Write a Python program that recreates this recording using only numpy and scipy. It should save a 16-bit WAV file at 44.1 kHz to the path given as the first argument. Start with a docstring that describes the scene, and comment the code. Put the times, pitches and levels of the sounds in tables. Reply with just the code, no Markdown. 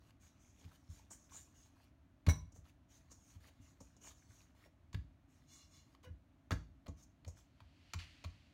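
"""In a small kitchen, a hand kneads dough in a steel bowl that stands on a towel.
Friction of skin and dough on the wall hisses and rasps. The ball is dropped and patted: each impact
expels trapped air or thuds through the table, and a finger ring excites the modes of the steel.
The bowl is turned once, scraping; a soft hiss swells near the end."""
import sys
import numpy as np
from scipy import signal
from scipy.fft import rfft, irfft, next_fast_len
from scipy.io import wavfile
from scipy.ndimage import uniform_filter1d

SR = 44100
rng = np.random.default_rng(int(sys.argv[2]) if len(sys.argv) > 2 else 0)


def output_pcm(signal):
    """Save a mono or channel-first signal as 16-bit PCM at the path in sys.argv[1].

    Samples are clipped to [-1, 1] before scaling.
    """
    pcm = np.clip(np.atleast_2d(signal).T, -1, 1) * 32767
    wavfile.write(sys.argv[1], SR, np.round(pcm).astype(np.int16))


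N = 376505


def amp(db):
    """Amplitude grows tenfold every 20 dB."""
    return 10 ** (np.asarray(db) / 20)

def unit(x):
    """Normalisation to rms 1."""
    return x / np.sqrt(np.mean(x ** 2) + 1e-20)

def along(points, hz):
    """Interpolation of (frequency, value) points on a logarithmic axis."""
    f, v = np.transpose(points)
    return np.interp(np.log(hz + 1), np.log(f), v)

def filtered(x, response):
    """Linear filtering multiplies the spectrum by a frequency response."""
    m = next_fast_len(len(x) + len(x) // 20, True)
    return irfft(rfft(x, m) * response(np.fft.rfftfreq(m, 1 / SR)), m)[:len(x)]

def coloured(x, spectrum):
    """Spectral shaping, at rms 1."""
    return unit(filtered(x, lambda hz: amp(along(spectrum, hz))))

def resonant(x, peaks):
    """Forced response of damped resonators of alternating sign, at rms 1."""
    def response(f):
        return sum((-1) ** k * amp(db) * 1j * f * width / (hz * hz - f * f + 1j * f * width)
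                   for k, (hz, width, db) in enumerate(peaks))
    return unit(filtered(x, response))

def crackle(count, spread_db):
    """Stick-slip noise: dense tiny slips of log-normal size."""
    noise = rng.standard_normal(count)
    sizes = amp(spread_db * rng.standard_normal(count // 16 + 1))
    return noise * np.repeat(sizes, 16)[:count]

def add(track, start_s, sound):
    """Superposition of a sound on a track."""
    start = round(start_s * SR)
    track[start:start + len(sound)] += sound[:N - start]

def clock():
    """Envelopes vary slowly, so a coarse time axis in seconds serves."""
    return np.arange(0, N, 64) / SR

def smooth(gain):
    """Linear interpolation of an envelope to every sample."""
    return np.interp(np.arange(N) / SR, clock(), gain)

def envelope(start, attack, hold, release, db):
    """A soft rise, a hold, then exponential decay of 20 dB per release time; times in seconds."""
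    t = clock() - start
    rise = np.sin(np.pi / 2 * np.clip(t / attack, 0, 1)) ** 2
    return rise * amp(db - 20 * np.maximum(t - attack - hold, 0) / release)

# The kitchen's background. Each row: frequency in Hz, relative spectral density in dB.
RUMBLE_SPECTRUM = [(15, -37.5), (25, -6.5), (76, 3.5), (211, -10.5), (276, -4), (449, -27.5), (654, -16),
                   (769, -23), (1550, -27.5), (4210, -37.5), (4820, -42.5), (6490, -40.5), (7630, -46),
                   (13400, -50), (15800, -49.5)]
def rumble():
    """Stationary noise with its power in the bass."""
    return amp(-67.5) * coloured(rng.standard_normal(N), RUMBLE_SPECTRUM)

def tension(start, length, db, attack=0.0079, growth_db=7.5):
    """Under rising tension a pull grows louder until the dough lets go."""
    slack = np.clip(1 - (clock() - start) / length, 0, 1)
    return envelope(start, attack, length - attack, release=0.023, db=db - growth_db * slack)

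def ticks(count, centre_hz, spread_db):
    """Threads of dough let go of the wall at random, each a damped oscillation of its own pitch."""
    t = np.arange(SR // 100) / SR
    when, pitch, size = rng.random((count, 3)).T[:, :, None]
    hz = centre_hz * 2 ** (2.6 * (pitch - .5))
    blips = amp(spread_db * size ** 2) * np.sin(2 * np.pi * hz * t) * np.exp(-hz * t / 2)
    where = (when * N).astype(int) + np.arange(len(t))
    return unit(np.bincount(where.ravel(), blips.ravel(), N)[:N])

def shifting_gap(x, depth_db):
    """The cavity between hand and wall changes shape, so narrow resonances come and go."""
    spectra = signal.stft(x, nperseg=512)[2]
    field = uniform_filter1d(rng.standard_normal(spectra.shape), size=4, axis=0)
    field = uniform_filter1d(field, size=12, axis=1)
    return signal.istft(spectra * unit(amp(depth_db * unit(field))), nperseg=512)[1][:N]

# Dough is pulled off the wall. 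Each row: start and length in seconds, relative level in dB.
DOUGH_PULLS = [(0.0, 0.1, -73.5), (0.573, .085, -71.5), (0.675, .085, -69.5), (1.29, 0.1, -65.5),
               (1.753, .095, -74), (2.637, 0.062, -70.5), (3.277, 0.083, -71.5), (3.399, 0.09, -66),
               (4.01, 0.11, -63), (4.545, 0.12, -70.5), (5.858, .09, -78), (6.027, 0.022, -64)]
# The hand's heel pushes the ball. Each row: start and hold in seconds, relative level in dB.
HEEL_PUSHES = [(0.188, 0.052, -72.5), (0.879, 0.074, -69.5), (1.529, 0.096, -73), (2.878, 0.062, -72),
               (3.592, 0.078, -75.5), (4.268, 0.12, -72), (5.269, 0.078, -80), (6.953, 0.021, -73),
               (7.347, 0.0063, -69.5)]
# The hand rubs lightly. Each row: start and hold in seconds.
LIGHT_RUBS = [(0.188, 1.66), (2.9, 1.58), (5.3, .6)]
# Fingers slide on the wall. Each row: start, rise and fall in seconds, relative level in dB.
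FINGER_SLIDES = [(0.38, 0.038, 0.73, -74.5), (0.551, 0.062, 0.037, -76), (1.098, 0.028, 0.047, -52),
                 (1.15, 0.11, 0.077, -73.5), (1.292, 0.079, 0.11, -55), (2.534, 0.03, 0.056, -65.5),
                 (3.089, 0.036, 0.068, -63.5), (3.13, 0.19, 0.066, -70), (3.795, 0.022, 0.12, -68),
                 (3.99, 0.1, 0.027, -56.5), (4.11, 0.075, 0.33, -74), (5.45, 0.11, .16, -63.5),
                 (5.68, 0.092, 0.088, -69.5), (7.015, .022, 0.021, -66), (7.275, .008, 0.061, -66.5)]
# Slow skin, fast skin, smearing dough and tearing dough.
# Each row: frequency in Hz, relative spectral density in dB.
SLOW_SPECTRUM = [(3000, -21.5), (4800, -14.5), (5600, -2), (6700, 2), (7500, -7.5), (10000, -16),
                 (15000, -20.5)]
FAST_SPECTRUM = [(3000, -30), (5200, -22), (6200, -1), (6950, 5), (7700, -7.5), (9000, -9.5),
                 (10500, -27.5), (15000, -23.5)]
SMEAR_SPECTRUM = [(150, -15), (400, 2), (700, -4.5), (1050, 0.5), (1600, -1.5), (2300, -2), (3100, -3),
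                  (4400, -3.5), (7000, -16.5), (14000, -16)]
RASP_SPECTRUM = [(4000, -23.5), (8500, 0), (12500, -1), (15500, -9)]
def kneading():
    """Sliding friction: skin hisses, higher when fast; tacky dough smears, ticks and rasps."""
    pull = sum(tension(*row) for row in DOUGH_PULLS)
    push = sum(envelope(s, 0.039, hold, 0.066, db) for s, hold, db in HEEL_PUSHES)
    rub = sum(envelope(s, 0.039, hold, 0.023, db=-83) for s, hold in LIGHT_RUBS)
    fingers = sum(envelope(s, rise, 0, fall, db) for s, rise, fall, db in FINGER_SLIDES)
    # Incoherent sources add in power.
    slide = smooth(np.linalg.norm([fingers, push, amp(-9.5) * pull, amp(-7.5) * rub], axis=0))
    smear = smooth(np.linalg.norm([amp(-18.5) * fingers, amp(-3.5) * push, pull, rub], axis=0))
    fast_share = slide ** 2 / (slide ** 2 + amp(-62) ** 2)  # stronger strokes turn bright
    slow_hiss = coloured(crackle(N, spread_db=2.5), SLOW_SPECTRUM)
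    fast_hiss = coloured(crackle(N, spread_db=2.5), FAST_SPECTRUM)
    hiss = slide * (np.sqrt(1 - fast_share) * slow_hiss + np.sqrt(fast_share) * fast_hiss)
    dough = amp(-2) * coloured(crackle(N, spread_db=2.5), SMEAR_SPECTRUM)
    dough += amp(-5.5) * ticks(count=1400, centre_hz=2090, spread_db=23)
    tearing = amp(-15) * smooth(pull + amp(-2.5) * push)
    rasp = tearing * coloured(crackle(N, spread_db=6.5), RASP_SPECTRUM)
    return shifting_gap(amp(-1.5) * hiss + smear * dough, depth_db=3) + rasp

# The smack and its sticky edge. Each row: frequency in Hz, relative spectral density in dB.
SMACK_SPECTRUM = [(700, -31.5), (1150, 3), (1550, -10.5), (2100, -2.5), (2600, -6.5), (3400, -8.5),
                  (4500, -5.5), (5500, -20), (8000, -24), (15000, -28.5)]
STICKY_SPECTRUM = [(4000, -17), (5600, 2), (6900, 6.5), (8200, -8.5), (11000, -16.5), (15500, -25)]
def burst(smack_db, pocket_db, pocket_hz, pocket_shape, sticky_db, rise, t60):
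    """A soft collision is many tiny impacts: a smack, a pop of trapped air and a sticky edge."""
    t = np.arange(SR // 10) / SR
    pocket = [(multiple * pocket_hz, db) for multiple, db in pocket_shape]
    parts = (smack_db, SMACK_SPECTRUM), (pocket_db, pocket), (sticky_db, STICKY_SPECTRUM)
    sound = sum(amp(db) * coloured(crackle(len(t), spread_db=2.5), colour) for db, colour in parts)
    return amp(-3) * sound * (1 - np.exp(-t / rise)) * amp(-60 * t / t60)

# Each row: start in seconds, relative smack and air pocket levels in dB, pocket pitch in Hz,
# relative sticky treble level in dB, 60 dB decay time in seconds.
SLAP_HITS = [(0.106, -53.5, -70, 910, -69, 0.014), (0.643, -58, -63, 800, -76, 0.02),
             (2.2652, -37, -40, 920, -47.5, 0.046), (2.287, -42, -40, 1630, -48, 0.093),
             (2.653, -64.5, -67, 700, -77, .035), (4.9292, -56, -60.5, 1010, -59.5, 0.063),
             (4.945, -42, -39.5, 1800, -55.5, 0.026), (5.949, -52.5, -53, 1080, -77.5, 0.012),
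             (6.030, -73, -70.5, 600, -71, 0.053), (6.5076, -35, -26.5, 1136, -40, 0.023),
             (6.516, -34.5, -32, 1570, -56, 0.045), (6.861, -58, -53, 690, -85.5, 0.063),
             (6.867, -46.5, -52, 700, -78, 0.018), (7.2476, -50, -53.5, 750, -75, 0.023),
             (7.603, -57.5, -56, 1020, -78, 0.045), (7.935, -35, -45, 850, -39.5, 0.026),
             (7.941, -38.5, -40, 1060, -54, 0.025), (8.24, -50, -49, 614, -57, 0.056),
             (8.245, -42.5, -49.5, 1110, -67, 0.032)]
# Trapped air. Each row: multiple of the pocket's pitch, relative spectral density in dB.
SLAP_POCKET = [(.25, -6), (0.701, -14.5), (1, 1.5), (1.3, -12.5), (1.999, -20), (5, -55)]
def slaps():
    """The impact of palm or ball excites the resonance of an air pocket."""
    out = np.zeros(N)
    for s, smack_db, pocket_db, hz, sticky_db, t60 in SLAP_HITS:
        add(out, s, burst(smack_db, pocket_db, hz, SLAP_POCKET, sticky_db, rise=0.0007, t60=t60))
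    return out

# Dough and hand land. Each row: start in seconds, relative level in dB, the knock's offset in dB.
LANDINGS = [(0.217, -61, -20), (0.645, -46, -18), (0.889, -40.5, -40), (2.271, -18.5, -18.5),
            (2.28, -24.5, -20), (2.577, -47.5, -28), (3.354, -46.5, -31), (3.592, -50, -18),
            (3.803, -56.5, -8), (4.289, -52, -24), (4.942, -29.5, -26.5), (6.064, -47.5, -19),
            (6.099, -40.5, -30), (6.512, -24.5, -18.5), (6.882, -38.5, -12), (7.264, -42, -28),
            (7.608, -53, -32), (7.947, -36, -25), (8.249, -38.5, -24.5)]
# The bowl rocks. Each row: frequency in Hz, relative level in dB, 60 dB decay time in seconds.
ROCKING_MODES = [(54.6, -9.5, 0.29), (77.4, -4.5, 0.18), (87.1, -0.5, 0.17), (156.1, -4, 0.095),
                 (222, -17.5, 0.06)]
# The bowl's base. Each row: frequency in Hz, relative spectral density in dB.
KNOCK_SPECTRUM = [(100, -29), (160, 6.5), (220, -10), (295, -1.5), (345, -21.5), (700, -63)]
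def thuds():
    """Soft, heavy impacts knock the bowl's base and excite its low modes on towel and table."""
    out, t = np.zeros(N), np.arange(SR // 4) / SR
    for s, db, knock_db in LANDINGS:
        scatter = rng.standard_normal((len(ROCKING_MODES), 2))
        rocking = np.zeros(len(t))
        for (hz, level, t60), (stray_db, detune) in zip(ROCKING_MODES, scatter):
            phase = 2 * np.pi * hz * (1 + 0.043 * detune) * t
            rocking += amp(level + stray_db - 60 * t / t60) * np.sin(phase)
        noise = coloured(rng.standard_normal(len(t)), KNOCK_SPECTRUM)
        knock = amp(knock_db + 8.5 - 60 * t / 0.15) * noise
        add(out, s, amp(db - 0.5) * (rocking + knock) * (1 - np.exp(-t / 0.0077)))
    return out

# Each row: start in seconds, relative air pocket level in dB, pocket pitch in Hz,
# relative sticky treble level in dB.
FINGER_PRESSES = [(1.106, -52, 940, -55), (1.343, -53.5, 880, -60), (2.282, -33, 610, -68),
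                  (2.52, -67, 600, -63), (2.559, -57.5, 600, -73), (3.114, -59.5, 1090, -54),
                  (3.804, -49.5, 537, -56.5), (3.965, -67, 800, -64.5), (4.058, -57, 735, -60),
                  (4.659, -58, 550, -84.5), (6.5233, -42, 570, -49), (6.880, -44, 570, -58.5),
                  (7.2618, -62, 604, -69), (7.2774, -48.5, 560, -51.5)]
# Escaping air. Each row: multiple of the pocket's pitch, relative spectral density in dB.
SQUELCH_POCKET = [(.25, -0.5), (.6, -4.5), (.95, 0.5), (1.3, -5.5), (2, -15), (5, -50.5)]
def squelches():
    """Compression by the fingers drives air from under the dough, with little smack."""
    out = np.zeros(N)
    for s, db, hz, sticky_db in FINGER_PRESSES:
        add(out, s, burst(db - 18.5, db, hz, SQUELCH_POCKET, sticky_db, rise=0.0013, t60=0.073))
    return out

# Hard taps, as of a finger ring. Each row: start in seconds, relative level in dB.
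HARD_TAPS = [(2.287, -46.5), (2.294, -43), (2.304, -50), (6.518, -63.5)]
# The bowl rings. Each row: frequency in Hz, relative level in dB, 60 dB decay time in seconds.
STEEL_MODES = [(822, -16.5, .25), (1020, -9, 0.29), (2200, 1.5, 0.075), (3930, -6.5, 0.16),
               (5600, -8.5, 0.1126), (5870, 0, 0.14), (8200, -10, 0.11), (10840, -12.5, 0.11),
               (12300, -17, 0.168), (13220, -22.5, .14), (13400, -19, 0.14), (15280, -23.5, .15)]
def clinks():
    """Hard impacts tick and excite the steel's modes; the hand on the rim damps and broadens them."""
    out, t = np.zeros(N), np.arange(SR // 4) / SR
    for s, db in HARD_TAPS:
        add(out, s, amp(db - 5.5 - 60 * t / 0.08) * rng.standard_normal(len(t)))
        for hz, level, t60 in STEEL_MODES:
            phase = 2 * np.pi * (hz * t + rng.random())
            phase += 0.055 * np.cumsum(rng.standard_normal(len(t)))
            mode = amp(db + level + 1.5 - 60 * t / t60) * np.sin(phase)
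            add(out, s, mode * (1 - np.exp(-t / 0.00073)))
    return out

# The bowl swivels. Each row: start and hold in seconds, relative level in dB.
BOWL_TURNS = [(5.455, .11, -67), (5.693, 0.029, -67)]
# Each row: centre frequency and bandwidth in Hz, relative gain in dB.
SCRAPE_RESONANCES = [(1133, 33, -3), (2160, 77, -6.5), (2320, 23, -3), (2840, 52, -3), (3050, 35, -13),
                     (3485, 28, 2.5), (3900, 31, -6), (4150, 110, -1.5), (4800, 150, -8), (5350, 28, 1)]
def swivel():
    """Friction drives narrow resonances of the wall as the bowl turns."""
    turn = smooth(sum(envelope(s, 0.07, hold, 0.074, db) for s, hold, db in BOWL_TURNS))
    return amp(-4.5) * turn * resonant(crackle(N, spread_db=4.5), SCRAPE_RESONANCES)

# Each row: centre frequency and bandwidth in Hz, relative gain in dB.
PEEL_RESONANCES = [(500, 31, 7.5), (1020, 28, 1), (1468, 17, 7.5), (1683, 31, -2), (2005, 33, 1.5),
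                   (2927, 22, 7), (3890, 40, -13), (5700, 70, -11.5)]
def squeak():
    """Lifted dough peels off the steel and excites narrow resonances."""
    lift = smooth(envelope(start=6.028, attack=0.028, hold=0.027, release=0.022, db=-63.5))
    return lift * resonant(rng.standard_normal(N), PEEL_RESONANCES)

# Swell and brush alike. Each row: frequency in Hz, relative spectral density in dB.
HISS_SPECTRUM = [(400, -15), (1200, -2.5), (2000, 4.5), (2900, 6.5), (3600, 1.5), (4550, 3), (4950, -2.5),
                 (6800, -8.5), (9000, -16.5), (15000, -29)]
def swell_and_brush(peak_s=8.08, rise_db_per_s=31, fall_db_per_s=22.5):
    """A soft hiss grows and decays exponentially; the palm brushes off the ball with friction noise."""
    t = clock() - peak_s
    level_db = -67.5 + np.minimum(rise_db_per_s * t, -fall_db_per_s * t)
    swell = smooth(amp(level_db)) * coloured(rng.standard_normal(N), HISS_SPECTRUM)
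    brush = smooth(envelope(start=7.986, attack=0.005, hold=0, release=0.099, db=-51.5))
    return swell + brush * coloured(crackle(N, spread_db=3.5), HISS_SPECTRUM)

def echoes(x, decay):
    """Reverberation: convolution with a diffuse tail in which each frequency dies at its own rate."""
    hz, t, spectra = signal.stft(rng.standard_normal(SR // 2), SR, nperseg=256)
    tail = signal.istft(spectra * amp(-60 * t / along(decay, hz)[:, None]), SR, nperseg=256)[1]
    return signal.oaconvolve(x, np.pad(tail, (64, 0)) / np.linalg.norm(tail))[:N]

# Each row: frequency in Hz, reverberation time in seconds.
BOWL_DECAY = [(100, 0.042), (1000, 0.16), (6000, 0.031), (15000, 0.061)]
KITCHEN_DECAY = [(80, 0.6), (300, 0.28), (1500, 0.29), (6000, 0.33), (15000, 0.22)]
def scene():
    """Superposition: the contacts and their echoes in bowl and kitchen add to a steady rumble."""
    contact = kneading() + slaps() + squelches() + swivel() + squeak()
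    bowl = contact + amp(-18) * echoes(contact, BOWL_DECAY) + clinks()
    table = thuds()
    room = amp(-10) * echoes(bowl + amp(-0.5) * table, KITCHEN_DECAY)
    return (bowl + table + room + rumble() + swell_and_brush())[None]

def record(dry, bass_hz=44, top_hz=15800):
    """The microphone is a band-pass: it thins the deepest bass and keeps nothing above its limit."""
    bass_cut = signal.butter(4, bass_hz, "highpass", fs=SR, output="sos")
    return filtered(signal.sosfilt(bass_cut, dry[0]), lambda hz: hz < top_hz)[None]

dry = scene()
out = record(dry)
output_pcm(out)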